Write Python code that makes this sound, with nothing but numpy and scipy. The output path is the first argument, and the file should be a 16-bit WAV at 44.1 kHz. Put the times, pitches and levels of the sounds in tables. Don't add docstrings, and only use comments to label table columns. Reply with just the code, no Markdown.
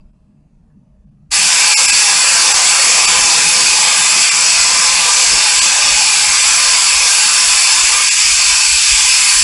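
import sys
import numpy as np
from scipy import signal
from scipy.fft import rfft, irfft, next_fast_len
from scipy.io import wavfile
from scipy.ndimage import uniform_filter1d, minimum_filter1d, map_coordinates

SR = 44100
rng = np.random.default_rng(int(sys.argv[2]) if len(sys.argv) > 2 else 0)


def how_loud(loudness_db):
    steps = np.asarray(loudness_db, float) / 20
    return 10 ** steps


def wav_out(sig):
    wavfile.write(sys.argv[1], SR, np.round(np.clip(np.atleast_2d(sig).T, -1, 1) * 32767).astype(np.int16))


N = 416039
T = np.arange(N) / SR
BLOCK = 2048
TRIGGER_S = 1.3165

# frequency in Hz, density in dB per Hz.
BOOM_SPECTRUM = [(60, -45), (95, -16), (122, -13), (146, 0), (162, -9), (205, -4), (245, -13), (310, -24),
                 (430, -60)]
# frequency in Hz, density in dB per Hz.
MURMUR_SPECTRUM = [(180, -20), (260, 4), (376, -4), (595, -5), (619, 4), (645, -8), (800, -8), (1100, -12),
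                   (1500, -18), (2100, -22), (2600, -19), (3100, -26), (7000, -27), (11100, -32),
                   (14500, -66)]
# frequency in Hz, density in dB per Hz.
DRAUGHT_SPECTRUM = [(8, -32), (16, -12), (38, -2.5), (48, -5), (60, -4), (80, -15), (110, -21), (160, -45)]
# peak in seconds, level in dB.
PUFFS = [(.02, -51), (1.33, -44), (1.86, -48), (2.3, -44), (2.55, -46), (3.05, -41), (3.2, -39), (3.7, -44),
         (4.05, -46), (4.59, -44), (4.9, -44), (5.59, -45), (5.91, -44), (6.3, -44), (6.7, -42),
         (6.98, -41), (7.5, -44), (7.82, -41), (8.33, -36), (8.5, -39), (8.72, -34), (8.92, -34),
         (9.05, -41), (9.38, -37)]
# start in seconds, pitch
# in Hz, level in dB, 60 dB decay in seconds.
SHORT_RINGS = [(0, 2650, -60, .07), (.006, 4750, -66, .08), (0, 1100, -62, .06), (.7, 1700, -70, .22),
               (.71, 1550, -74, .15), (.68, 7000, -80, .2), (.69, 2750, -82, .1), (.2, 620, -68, .5),
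               (.35, 620, -68, .6), (1.23, 620, -69, .2), (.36, 2600, -78, .15), (.48, 2650, -78, .15),
               (1.2, 2600, -79, .1)]
# frequency in Hz, density in dB per Hz.
TABLE_SPECTRUM = [(80, -30), (110, -11), (140, -4), (153, -8), (172, -0.5), (192, -7), (215, -3),
                  (260, -10), (330, -10), (600, -20), (900, -50)]
# time in seconds, drumming level in dB.
DRUMMING = [
    (1.42, -47.5),
    (1.85, -47.5),
    (1.98, -42),
    (2.3, -48),
    (3.15, -37),
    (3.55, -43),
    (5.3, -46),
    (7.3, -51.5),
    (9.43, -52),
]
# time in seconds, hiss level in dB, share of jet striking the table in dB,
# nozzle turned to the microphone in dB.
GUN_SWEEP = [(1.42, -10.8, -14.5, -9), (1.65, -10, -13.5, -11.3), (1.98, -10.5, -14, -9.6),
             (2.54, -10.3, -11.5, -9.4), (3.1, -10.3, -12.5, -11), (3.6, -10.8, -13, -10),
             (4.6, -11.3, -14, -11), (5.1, -10.8, -12.5, -11), (5.9, -11.3, -13, -11.3),
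             (6.35, -10.6, -15.5, -11.3), (6.65, -10.7, -13.5, -10.8), (7.28, -10.5, -15, -8.8),
             (8.0, -10.8, -14.5, -10.4), (8.13, -11.2, -22.5, -11), (8.56, -10.5, -15.5, -11.2),
             (8.68, -10.5, -22, -10.2), (9.0, -10.2, -19.5, -11), (9.3, -10.2, -18.5, -8)]
# frequency in Hz, density in dB per Hz.
JET_SPECTRUM = [(150, -56), (300, -30), (600, -20), (1000, -10), (1950, -15), (2500, -5), (3900, -13),
                (4500, -1), (7700, -4), (8900, -11), (11100, -8), (14500, -44)]
# frequency in Hz, width in Hz, level in dB.
NOZZLE_RINGS = [(362, 30, -5), (455, 30, -5), (535, 40, -7), (750, 40, -10), (845, 40, -7), (1015, 55, -5),
                (1190, 45, -6), (1605, 50, -2), (2500, 400, .3), (3560, 220, -4.5), (4480, 200, -3),
                (5200, 380, -2), (7200, 200, -4), (7750, 560, 0), (9900, 520, -5), (10700, 250, -6)]
ECHO_DELAYS = [
    .00593,
]
# centre in seconds, length in seconds, share lost from 0 to 1.
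THINNED = [(.122, .014, .6), (1.06, .012, .55), (1.105, .01, .5), (1.756, .023, 1), (1.872, .01, .95),
           (1.915, .008, .88), (2.534, .009, .9), (3.065, .009, .88), (4.304, .01, .92), (5.605, .011, .94),
           (8.101, .012, .82)]
# start in seconds, length in seconds.
FIZZ_SPELLS = [(1.416, .157), (1.595, .262), (1.875, .805), (2.725, .193), (3.056, .2), (3.28, .28),
               (3.633, .05), (3.801, .025), (3.908, .094), (4.091, .039), (4.26, .03), (4.575, .027),
               (4.88, .025), (5.018, .083), (5.227, .032), (5.36, .025), (5.632, .088), (5.836, .05),
               (5.982, .064), (6.164, .116), (6.446, .029), (6.532, .166), (6.761, .067), (7.113, .3),
               (7.438, .4), (7.939, .102), (8.222, .43), (8.73, .038), (8.973, .21), (9.293, .123)]
# frequency in Hz, density in dB per Hz.
FIZZ_SPECTRUM = [(11500, -60), (11700, -1), (15700, 0), (15900, -60)]


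def spectra(x):
    return signal.stft(x, SR, nperseg=BLOCK, noverlap=3 * BLOCK // 4)


def wave(lines):
    return signal.istft(lines, SR, nperseg=BLOCK, noverlap=3 * BLOCK // 4)[1][:N]


def unit(x):
    return x / np.sqrt(np.mean(x ** 2))


def along(table, s, column=1):
    rows = np.array(table)
    return np.interp(s, rows[:, 0], rows[:, column])


def colour_db(table, hz):
    rows = np.array(table)
    return np.interp(np.log(hz + 1), np.log(rows[:, 0]), rows[:, 1], -80, -80)


def coloured(table):
    size = next_fast_len(N)
    lines = rfft(rng.standard_normal(size))
    gain = how_loud(colour_db(table, np.fft.rfftfreq(size, 1 / SR)))
    return unit(irfft(lines * gain, size)[:N])


def patches(place, s, rate, order=1):
    field = rng.standard_normal((400, 512))
    rows, cols = np.meshgrid(np.clip(place, 0, 398), np.clip(rate * s, 0, 510), indexing="ij")
    return map_coordinates(field, [rows, cols], order=order) * 1.4


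def sway(rate):
    return patches(np.zeros(1), T, rate)[0]


def shop():
    duck_db = -3.5 * trigger()
    boom = coloured(BOOM_SPECTRUM) * how_loud(-52 + 2.5 * sway(9.0) + duck_db)
    hz, s, lines = spectra(coloured(MURMUR_SPECTRUM))
    murmur = wave(lines * how_loud(2.5 * patches(hz / 150, s, 9.0)))
    fade_db = 1.8 * np.minimum(T, TRIGGER_S)
    return boom + murmur * how_loud(-65.5 - fade_db)


def draught():
    stirred_db = 1.05 * np.clip(T - TRIGGER_S, 0, None)
    level = how_loud(-53.5 + stirred_db + 3.0 * sway(12.0))
    for t, db in PUFFS:
        width_s = np.where(T < t, .04, .06)
        level = level + how_loud(db) * np.exp(-((T - t) / width_s) ** 2)
    return coloured(DRAUGHT_SPECTRUM) * level


def clinks():
    out = np.zeros(N)
    span = 2 * SR
    for t, hz, db, t60 in SHORT_RINGS:
        s = np.clip(T[:span] - t, 0, None)
        rough = 1 + 4.8 * uniform_filter1d(rng.standard_normal(span), size=60)
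        out[:span] += how_loud(db - 60 * s / t60) * np.sin(2 * np.pi * hz * s) * rough
    return out


def table_drum():
    return coloured(TABLE_SPECTRUM) * how_loud(along(DRUMMING, T) + 3.8 * sway(15.0))


def trigger():
    since = T - TRIGGER_S
    opening = how_loud(np.clip(since * 2600, -60, 0)) * (since > -.0108)
    swell_s = .017
    return opening * (1 - .64 * np.exp(-np.clip(since, 0, None) / swell_s))


def jet():
    hz, s, lines = spectra(rng.standard_normal(N))
    body = how_loud(colour_db(JET_SPECTRUM, hz) - 0.5)
    rings = sum(how_loud(db) ** 2 / (1 + (2 * (hz - f) / w) ** 2) for f, w, db in NOZZLE_RINGS)
    steady = np.sqrt(body ** 2 + rings * np.clip(hz / 900, 0, 1) ** 4)

    strike_db = along(GUN_SWEEP, s, column=2) + 14.2
    low_db = np.clip(np.log2(2200 / (hz + 1)) / 1.1, 0, 1.7)[:, None] * strike_db
    shelf_db = -1.5 + .3 * (along(DRUMMING, s) + 44)
    low_db = low_db + np.clip((700 - hz) / 150, 0, 1)[:, None] * shelf_db
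    top_db = np.clip((hz - 8000) / 900, 0, 1)[:, None] * (along(GUN_SWEEP, s, column=3) + 9)

    flicker_db = (.65 + 950 / (hz + 150))[:, None] * patches(4.0 * np.log2(hz / 50 + 1), s, 15.0)
    walls_db = 2.4 * patches(hz / 40, s, 10.0)
    stretch = 1 + .004 * np.sin(0.61 * s)
    echoes = sum(np.exp(-2j * np.pi * np.outer(hz, d * stretch)) for d in ECHO_DELAYS)
    ripple = np.abs(1 + .35 * echoes / (1 + (hz[:, None] / 2500) ** 2))

    moving = how_loud(low_db + top_db + flicker_db + walls_db) * ripple
    hiss = unit(wave(lines * steady[:, None] * moving))
    return hiss * how_loud(along(GUN_SWEEP, T) + 1.1)


def scene():
    background = shop() + draught() + clinks()
    mono = background + trigger() * (table_drum() + jet())
    return np.array([mono, mono])


def narrow_band(x):
    hz, s, lines = spectra(x)
    cut_db = -.075 * np.clip(hz - 11000, 0, None)
    lines = lines * how_loud(cut_db)[:, None]
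    power = np.abs(lines) ** 2
    ratio = np.sqrt(power / (uniform_filter1d(power, size=260, axis=0) + 1e-18))
    strongest = wave(lines * np.where(ratio > 1.8, how_loud(4), how_loud(-30)))
    lost = sum(share * np.clip(2 - np.abs(T - t) / length * 2, 0, 1) for t, length, share in THINNED)
    return (1 - lost) * wave(lines) + lost * strongest


def limiter(x, top=.99):
    room = np.minimum(1, top / (np.abs(x) + 1e-9))
    return x * uniform_filter1d(minimum_filter1d(room, size=65), size=61)


def fizz():
    hz, s, lines = signal.stft(coloured(FIZZ_SPECTRUM), SR, nperseg=BLOCK // 4)
    turn_db = along(GUN_SWEEP, s, column=3) + 10.5
    passed = patches(np.zeros(1), s, 43.0, order=0)[0] + .6 * turn_db > -.75
    spells = 0
    for t, length in FIZZ_SPELLS:
        inside = (s > t + .004) & (s < t + length - .004)
        spells = spells + (inside & (passed | (length < .17)))
    bands = patches(hz / 700, s, 43.0, order=0) > ((13300 - hz) / 2000 - .35)[:, None]
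    gain = bands * spells * how_loud(-46.6 + 1.2 * turn_db)
    return signal.istft(lines * gain, SR, nperseg=BLOCK // 4)[1][:N]


def roll_off(x):
    return signal.sosfilt(signal.butter(12, 15850, fs=SR, output="sos"), x)


def record(dry):
    mono = limiter(narrow_band(dry[0])) + fizz()
    return roll_off(np.array([mono, mono]))


dry = scene()
out = record(dry)
wav_out(out)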